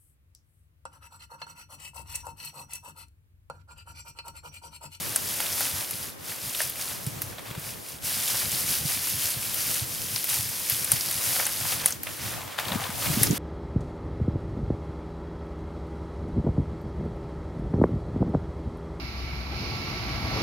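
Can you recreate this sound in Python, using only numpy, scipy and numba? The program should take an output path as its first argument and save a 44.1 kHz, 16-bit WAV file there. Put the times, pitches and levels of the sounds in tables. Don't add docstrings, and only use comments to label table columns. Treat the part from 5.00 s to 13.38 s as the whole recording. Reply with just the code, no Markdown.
import sys
import numpy as np
from scipy import signal
from scipy.fft import rfft, irfft, next_fast_len
from scipy.io import wavfile
from scipy.ndimage import uniform_filter1d
from numba import njit

SR = 44100
rng = np.random.default_rng(int(sys.argv[2]) if len(sys.argv) > 2 else 0)


def magnitude_from_level(level_db):
    exponent = np.asarray(level_db, float) / 20
    return 10 ** exponent


def generate_wav(signal):
    frames = np.transpose(np.atleast_2d(signal))
    scaled = np.clip(frames, -1, 1) * 32767
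    pcm = np.round(scaled).astype(np.int16)
    wavfile.write(sys.argv[1], SR, pcm)


N = 369543

# f/Hz, level/dB per Hz
WOOD_SPECTRUM = [(100, -11), (250, 5.5), (400, 3.5), (520, 6), (700, 2), (1200, 0), (4000, -12.5),
                 (10000, -34), (16000, -47)]
# t/s, level/dB
BREEZE_LEVEL = [(0.0, -42.5), (1.93, -48), (2.05, -42), (2.99, -48), (3.83, -38.5), (4.04, -43),
                (5.83, -44), (5.95, -40), (6.11, -46.5), (7.37, -39.5), (7.56, -48.5), (7.75, -31),
                (7.84, -43.5), (8.33, -26.5), (8.38, -40)]
# t/s, peak/dB, f/Hz, left minus right/dB
AIR_BUFFETS = [(0.735, -37, 87, 1.5), (2.069, -25, 134, -4), (2.235, -35.5, 117, -0.5),
               (2.509, -35, 133, 3), (2.576, -32, 146, 2), (3.532, -34.5, 130, 2.0), (3.851, -27, 143, -5),
               (4.367, -33, 112, -6), (4.819, -29, 113, -3), (5.393, -32, 101, -2), (5.722, -33.5, 117, -4),
               (5.932, -28, 127, -5), (7.716, -27.5, 198, -2), (7.755, -23.5, 212, 9),
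               (7.892, -32.5, 198, -1), (8.1, -23, 143, 2), (8.172, -19, 219, -3), (8.214, -21.5, 124, 6),
               (8.286, -32, 147, 6), (8.304, -15.5, 156, -3), (8.328, -21, 237, -6)]
# f/Hz, level/dB per Hz
RUMBLE_SPECTRUM = [(25, -13), (60, -4), (110, 3.5), (180, -3), (300, -12.5), (500, -21.5)]
# f/Hz, level/dB per Hz
FLUTTER_SPECTRUM = [(150, -31), (280, 10.5), (450, 3), (750, -27)]
# start t/s, held/s, grass level/dB, leaf crunch level/dB
MOVEMENTS = [(0.0, .3, -34.5, -42.5), (0.3, 0.12, -32.5, -43), (0.46, 0.095, -32, -40),
             (0.6, 0.062, -29, -37.5), (0.76, 0.051, -32.5, -40), (0.9, 0.14, -36, -46),
             (1.303, 0.0075, -35, -40), (1.45, 0.034, -34, -42), (1.59, 0.044, -30.5, -44),
             (1.69, 0.038, -47, -54), (1.81, 0.015, -33, -42), (1.91, 0.01, -35.5, -39),
             (2.0, 0.018, -41.5, -49), (2.07, .02, -42, -63), (2.25, 0.0096, -43.5, -48),
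             (2.39, 0.005, -51, -55), (2.47, 0.013, -49, -43.5), (2.56, 0.018, -57, -46),
             (2.66, 0.026, -37, -43), (2.8, 0.034, -48, -61), (2.89, 0.0092, -39, -51),
             (3.3, 0.12, -28, -37.5), (3.53, 0.077, -28, -39), (3.72, 0.022, -26, -40),
             (3.89, 0.044, -28, -40.5), (4.05, 0.066, -28.5, -44.5), (4.229, 0.062, -27.5, -40.5),
             (4.42, 0.1, -32, -45), (4.6, 0.17, -28.5, -41), (4.9, 0.28, -33.5, -50.5),
             (5.15, 0.08, -34, -60), (5.43, 0.3, -32.5, -47), (5.72, 0.11, -31, -45),
             (5.92, 0.13, -31, -43), (6.1, 0.16, -30.5, -39.5), (6.28, 0.12, -27, -36),
             (6.52, 0.089, -31.5, -39.5), (6.68, 0.048, -28.5, -36), (6.8, 0.082, -39, -39),
             (7.1, 0.069, -39.5, -43.5), (7.26, 0.041, -36.5, -37), (7.39, 0.0057, -45, -41),
             (7.52, 0.012, -53, -39.5), (7.68, 0.045, -59, -41), (7.82, 0.027, -42, -34.5),
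             (7.76, .03, -57, -47), (7.93, .02, -40.5, -46), (8.02, 0.045, -31.5, -34.5),
             (8.15, 0.075, -31.5, -36), (8.38, .01, -34.5, -36)]
# start t/s, held/s, grass level/dB, leaf crunch level/dB
HANDFUL_GRABS = [(3.051, .2, -29.5, -40), (5.295, 0.062, -26, -38.5), (7.605, 0.027, -50, -37)]
# f/Hz, level/dB per Hz
GRASS_SPECTRUM = [(880, -19.5), (1500, -12.5), (2970, -7.5), (4060, -7), (4940, -3.5), (7750, -5.5),
                  (9890, -0.5), (12900, -0.5), (15500, -6)]
# f/Hz, level/dB per Hz
LEAF_SPECTRUM = [(250, -44), (500, -2.5), (900, -1), (1800, -0.5), (3500, -2.5), (7000, -8)]
# f/Hz, side against mid/dB
HEAP_WIDTH = [(300, 16), (700, -8.5), (1500, -10), (4000, -14), (7000, -12), (9000, -7.5), (15000, -8.5)]
# t/s, crack level/dB, woody knock level/dB, left minus right/dB, stalk pitch f/Hz
STALK_SNAPS = [(0.16, -3, -27.5, 2, 9100), (0.4033, -12, -27, 2, 11120), (0.466, -16, -40, -3, 3500),
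               (0.5268, -15, -42, -1, 5500), (0.607, -11, -22.5, 1.0, 12700), (0.629, -18, -38, 0.0, 6000),
               (0.9096, -12.5, -51, 1.0, 12000), (1.32, -23, -41, 2, 2000),
               (1.5479, -14.5, -50, -0.5, 3370), (1.5516, -18, -34, -1, 11300),
               (1.6034, -19, -22, -3, 1790), (1.6167, -10.5, -25, 0, 10300),
               (1.698, -15.5, -50, 1.0, 12400), (1.7644, -28, -44, 0.0, 3000),
               (1.8123, -14.5, -35, -1, 6900), (1.8861, -18, -50, 0.0, 8000),
               (2.0657, -15.5, -47, 1.5, 10100), (2.2189, -10, -36, -1, 13200),
               (2.312, -30, -55, 0.0, 10000), (2.325, -42, -37, -2, 3910), (2.383, -25, -30.5, -2, 3750),
               (2.4553, -30, -40, 0.0, 2390), (2.596, -24, -50, 0.5, 12300), (4.5427, -15, -47, 12, 13300),
               (5.1608, -8.5, -32.5, 5, 5050), (5.2427, -10, -35, 2, 12800), (5.342, -11, -45, 0.0, 8500),
               (5.698, -5.5, -52.5, 3, 12000), (5.8453, -8.5, -44, 3, 9640), (5.8924, -24, -31, 1.5, 9370),
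               (5.9182, 1.5, -26, 2, 10600), (6.0093, -8, -43, -1, 5260), (6.0866, -17, -44, -4, 4730),
               (6.1115, -11, -34, 0.5, 12000), (6.363, -22, -25, 0.5, 11600),
               (6.3964, -27, -16.5, -1, 2320), (6.454, -9, -40, -1, 6660), (6.4664, -8.5, -25.5, 0.5, 9770),
               (6.7974, -20, -38, -1.0, 4000), (6.8593, 0.5, -24, 1.5, 9900), (6.907, -16, -33, 4, 9620),
               (6.9237, -12, -41, 1, 6500), (7.0333, -15, -37, 1.0, 12100),
               (7.0696, -18.5, -26.5, 0.0, 2600), (7.216, -24, -53, 0.0, 5320),
               (7.2684, -24, -45, 1.0, 3560), (7.587, -16.5, -17.5, 6, 3500), (7.6531, -21, -35, 10, 3090),
               (7.683, -16, -31, 6, 3800), (7.7197, -14, -22, 8, 3250), (7.7594, -26, -39, 2.5, 3440),
               (7.7986, -26, -31, 8, 2890), (7.8394, -20, -33, 11, 3640), (7.9028, -25, -29, 3, 9860),
               (8.0686, -18, -36, 0.0, 2500), (8.2327, 2.5, -26, 0.5, 10500), (8.2696, -11, -30, -3, 5500),
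               (8.31, -13, -46, 0, 6500)]
# f/Hz, level/dB per Hz
KNOCK_SPECTRUM = [(300, -34), (600, 6), (1000, -0.5), (1800, 4.5), (3000, -10), (6000, -24)]
# start t/s, held/s, level/dB
GROUND_PRESSES = [(7.37, .04, -43), (7.69, .17, -38.5), (8.02, .12, -43.5)]
# f/Hz, gain/dB
MIC_RESPONSE = [(20, -20), (45, -5), (80, 0), (15800, 0), (16000, -25), (16900, -55)]

WOOD_DB = -50.5
RISE_DB_S, GRAB_RISE_DB_S, SETTLE_DB_S = 85, 450, 72
ROUND_DB_S2 = 598
STRAIN_DB_S, SHAKE_DB_S = 1200, 171
SHAKE_GRASS_DB, SHAKE_LEAF_DB = -28, -13.5
STRAY_DB = -8
GRAIN_MOST = 3.2
THIN_HZ, THICK_DB_OCT = 11100, 4
STALK_Q, RING_DB, BROAD_DB = 2.2, -6, -2
PRESS_PAN_DB = 3


def unit_rms(x):
    return x / np.sqrt(np.mean(x ** 2))


def colour(x, points):
    hz, db = np.transpose(points)
    size = next_fast_len(N)
    log_hz = np.log(np.arange(size // 2 + 1) * SR / size + 1)
    gain = magnitude_from_level(np.interp(log_hz, np.log(hz), db))
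    return irfft(rfft(x, size) * gain, size)[..., :N]


def colour_same_rms(x, points):
    hz, db = np.transpose(points)
    gain = magnitude_from_level(np.interp(np.log(np.arange(1, SR / 2)), np.log(hz), db))
    return colour(x, points) / np.sqrt(np.mean(gain ** 2))


def walk(rate_hz):
    k = int(SR / rate_hz)
    held = np.repeat(rng.standard_normal(N // k + 1), k)
    slewed = uniform_filter1d(uniform_filter1d(held, k), k)
    return unit_rms(slewed[:N])


def pair(mid, side):
    return np.array([mid + side, mid - side])


def panned(x, pan_db):
    return x * magnitude_from_level(np.array([[pan_db], [-pan_db]]) / 2)


def wood():
    mid, side = unit_rms(colour(rng.standard_normal((2, N)), WOOD_SPECTRUM))
    return pair(mid, magnitude_from_level(1.5) * side) * magnitude_from_level(WOOD_DB + 1.4 * walk(3.09))


def rumble():
    surge = magnitude_from_level(np.minimum(4.7 * walk(30), 6.0))
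    return unit_rms(colour(rng.standard_normal(N) * surge, RUMBLE_SPECTRUM))


def flutter():
    surge = magnitude_from_level(2.1 * walk(40))
    return unit_rms(colour(rng.standard_normal((2, N)) * surge, FLUTTER_SPECTRUM))


def breeze():
    s, db = np.transpose(BREEZE_LEVEL)
    gust_db = np.interp(np.arange(N) / SR, s, db)
    mid, side = rumble(), rumble()
    out = pair(mid, magnitude_from_level(-5.0) * side) * magnitude_from_level(gust_db)
    out += flutter() * magnitude_from_level(1.38 * gust_db + 4.5)
    for s, db, hz, pan_db in AIR_BUFFETS:
        i = int(s * SR)
        t = np.arange(N - i)[:4096] / SR
        swell = t * hz / 0.49 * np.exp(1 - t * hz / 0.65)
        thump = np.sin(2 * np.pi * hz * t) * swell
        out[:, i:i + len(t)] += panned(thump * magnitude_from_level(db), pan_db)
    return out


def dull_db(hz):
    return THICK_DB_OCT * np.maximum(np.log2(THIN_HZ / hz), 0)


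def swell_db(t, start, held, rise_db_s):
    before = np.maximum(start - t, 0)
    after = np.maximum(t - start - held, 0)
    return -rise_db_s * before - SETTLE_DB_S * after - ROUND_DB_S2 * (before + after) ** 2


def handling():
    t = np.arange(0, N, 32) / SR
    start, held, *move_db = np.transpose(MOVEMENTS + HANDFUL_GRABS)[:, :, None]
    rise = np.array([RISE_DB_S] * len(MOVEMENTS) + [GRAB_RISE_DB_S] * len(HANDFUL_GRABS))[:, None]
    shape_db = swell_db(t, start, held, rise)
    s, crack_db, knock_db, _, hz = np.transpose(STALK_SNAPS)[:, :, None]
    slope_db_s = np.where(t < s, STRAIN_DB_S, SHAKE_DB_S)
    shake = magnitude_from_level(-slope_db_s * np.abs(t - s) - ROUND_DB_S2 * (t - s) ** 2)
    shake_db = crack_db + SHAKE_GRASS_DB - dull_db(hz), knock_db + SHAKE_LEAF_DB
    gains = []
    for m, k in zip(move_db, shake_db):
        power = np.sum(magnitude_from_level(m + shape_db) ** 2, axis=0) + np.sum((magnitude_from_level(k) * shake) ** 2, axis=0)
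        gains.append(np.interp(np.arange(N) / SR, t, np.sqrt(power)))
    return gains


@njit
def ring(n, start, turn, fade, size):
    out = np.zeros(n)
    for g in range(len(start)):
        z, p = size[g] + 0j, fade[g] * np.exp(1j * turn[g])
        i = start[g]
        while i < n and abs(z) > abs(size[g]) / 100:
            out[i] += z.real
            z *= p
            i += 1
    return out


def grains(count, low_hz, high_hz, cycles, spread_db):
    when, pitch, strength, sign = rng.random((count, 4)).T
    hz = np.minimum(low_hz + (high_hz - low_hz) * pitch, 19000)
    spreads = np.minimum(-np.log(1 - strength), GRAIN_MOST)
    size = magnitude_from_level(spread_db * spreads) * np.sign(sign - .5)
    start = (when * N).astype(np.int64)
    return unit_rms(ring(N, start, 2 * np.pi * hz / SR, np.exp(-hz / SR / cycles), size))


def crackle(count, spread_db, tail_s, most_db):
    when, strength = rng.random((count, 2)).T
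    kicks = np.zeros(N)
    kicks[(when * N).astype(int)] = magnitude_from_level(np.minimum(-spread_db * np.log(1 - strength), most_db))
    return unit_rms(signal.lfilter([1], [1, -np.exp(-1 / (tail_s * SR))], kicks))


def rustle(points, ticks, hiss_db, breaks, breaks_db, surge):
    push = surge * (1 + magnitude_from_level(breaks_db) * breaks)

    def layer():
        scrape = unit_rms(ticks() + magnitude_from_level(hiss_db) * rng.standard_normal(N))
        return unit_rms(colour(scrape * push, points))

    mid, side = layer(), layer()
    return pair(mid, colour(side, HEAP_WIDTH))


def grass():
    def ticks():
        return grains(count=60000, low_hz=1370, high_hz=16700, cycles=0.79, spread_db=0.5)

    breaks = crackle(count=500, spread_db=7.0, tail_s=0.0042, most_db=19.0)
    return rustle(GRASS_SPECTRUM, ticks, hiss_db=1.0, breaks=breaks, breaks_db=-21.0,
                  surge=magnitude_from_level(0.27 * walk(30)))


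def strays():
    ticks = grains(count=2200, low_hz=2200, high_hz=12000, cycles=1.8, spread_db=3.2)
    return magnitude_from_level(STRAY_DB) * unit_rms(colour(ticks, GRASS_SPECTRUM))


def leaves():
    def crush():
        return grains(count=14000, low_hz=400, high_hz=5000, cycles=1.1, spread_db=2.1)

    breaks = crackle(count=300, spread_db=8.5, tail_s=0.005, most_db=11.5)
    return rustle(LEAF_SPECTRUM, crush, hiss_db=10.0, breaks=breaks, breaks_db=-9.5,
                  surge=magnitude_from_level(1.0 * walk(20)))


def snaps():
    crack, rung, body = np.zeros((3, 2, N))
    t = np.arange(4096) / SR
    noises = rng.standard_normal((len(STALK_SNAPS), len(t)))
    for (s, db, body_db, pan_db, hz), fibres in zip(STALK_SNAPS, noises):
        i = int(s * SR)
        span = slice(i, i + len(t))
        split = 0.35 * np.sign(fibres) * np.exp(-t / 0.00017) + 0.24 * fibres * np.exp(-t / 0.0036)
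        broad = magnitude_from_level(db + BROAD_DB - dull_db(hz)) * split
        crack[:, span] += panned(broad, pan_db)[:, :N - i]
        peak = signal.iirpeak(hz, STALK_Q, fs=SR)
        tone = signal.lfilter(*peak, signal.lfilter(*peak, split))
        tone = magnitude_from_level(db + RING_DB) * tone / np.abs(tone).max()
        rung[:, span] += panned(tone, pan_db)[:, :N - i]
        knock = 1.34 * fibres * np.exp(-t / 0.0027) * (1 - np.exp(-t / 0.0014))
        body[:, span] += panned(magnitude_from_level(body_db) * knock, pan_db)[:, :N - i]
    return colour_same_rms(crack, GRASS_SPECTRUM) + rung + colour_same_rms(body, KNOCK_SPECTRUM)


def squash():
    crunch = grains(count=5000, low_hz=600, high_hz=1300, cycles=2.4, spread_db=3.5)
    crunch = unit_rms(crunch * magnitude_from_level(1.5 * walk(60)))
    start, held, db = np.transpose(GROUND_PRESSES)[:, :, None]
    press_db = db + swell_db(np.arange(N) / SR, start, held, RISE_DB_S)
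    gain = np.sqrt(np.sum(magnitude_from_level(press_db) ** 2, axis=0))
    return panned(crunch * gain, PRESS_PAN_DB)


def scene():
    grass_gain, leaf_gain = handling()
    heap = (grass() + strays()) * grass_gain + leaves() * leaf_gain
    return wood() + breeze() + heap + snaps() + squash()


def top_cut(x):
    return signal.sosfilt(signal.butter(12, 16850, fs=SR, output="sos"), x)


def record(dry):
    heard = colour(panned(dry, 0.47), MIC_RESPONSE)
    mix = np.clip(heard, -1, 1)
    return top_cut(mix)


dry = scene()
out = record(dry)
generate_wav(out)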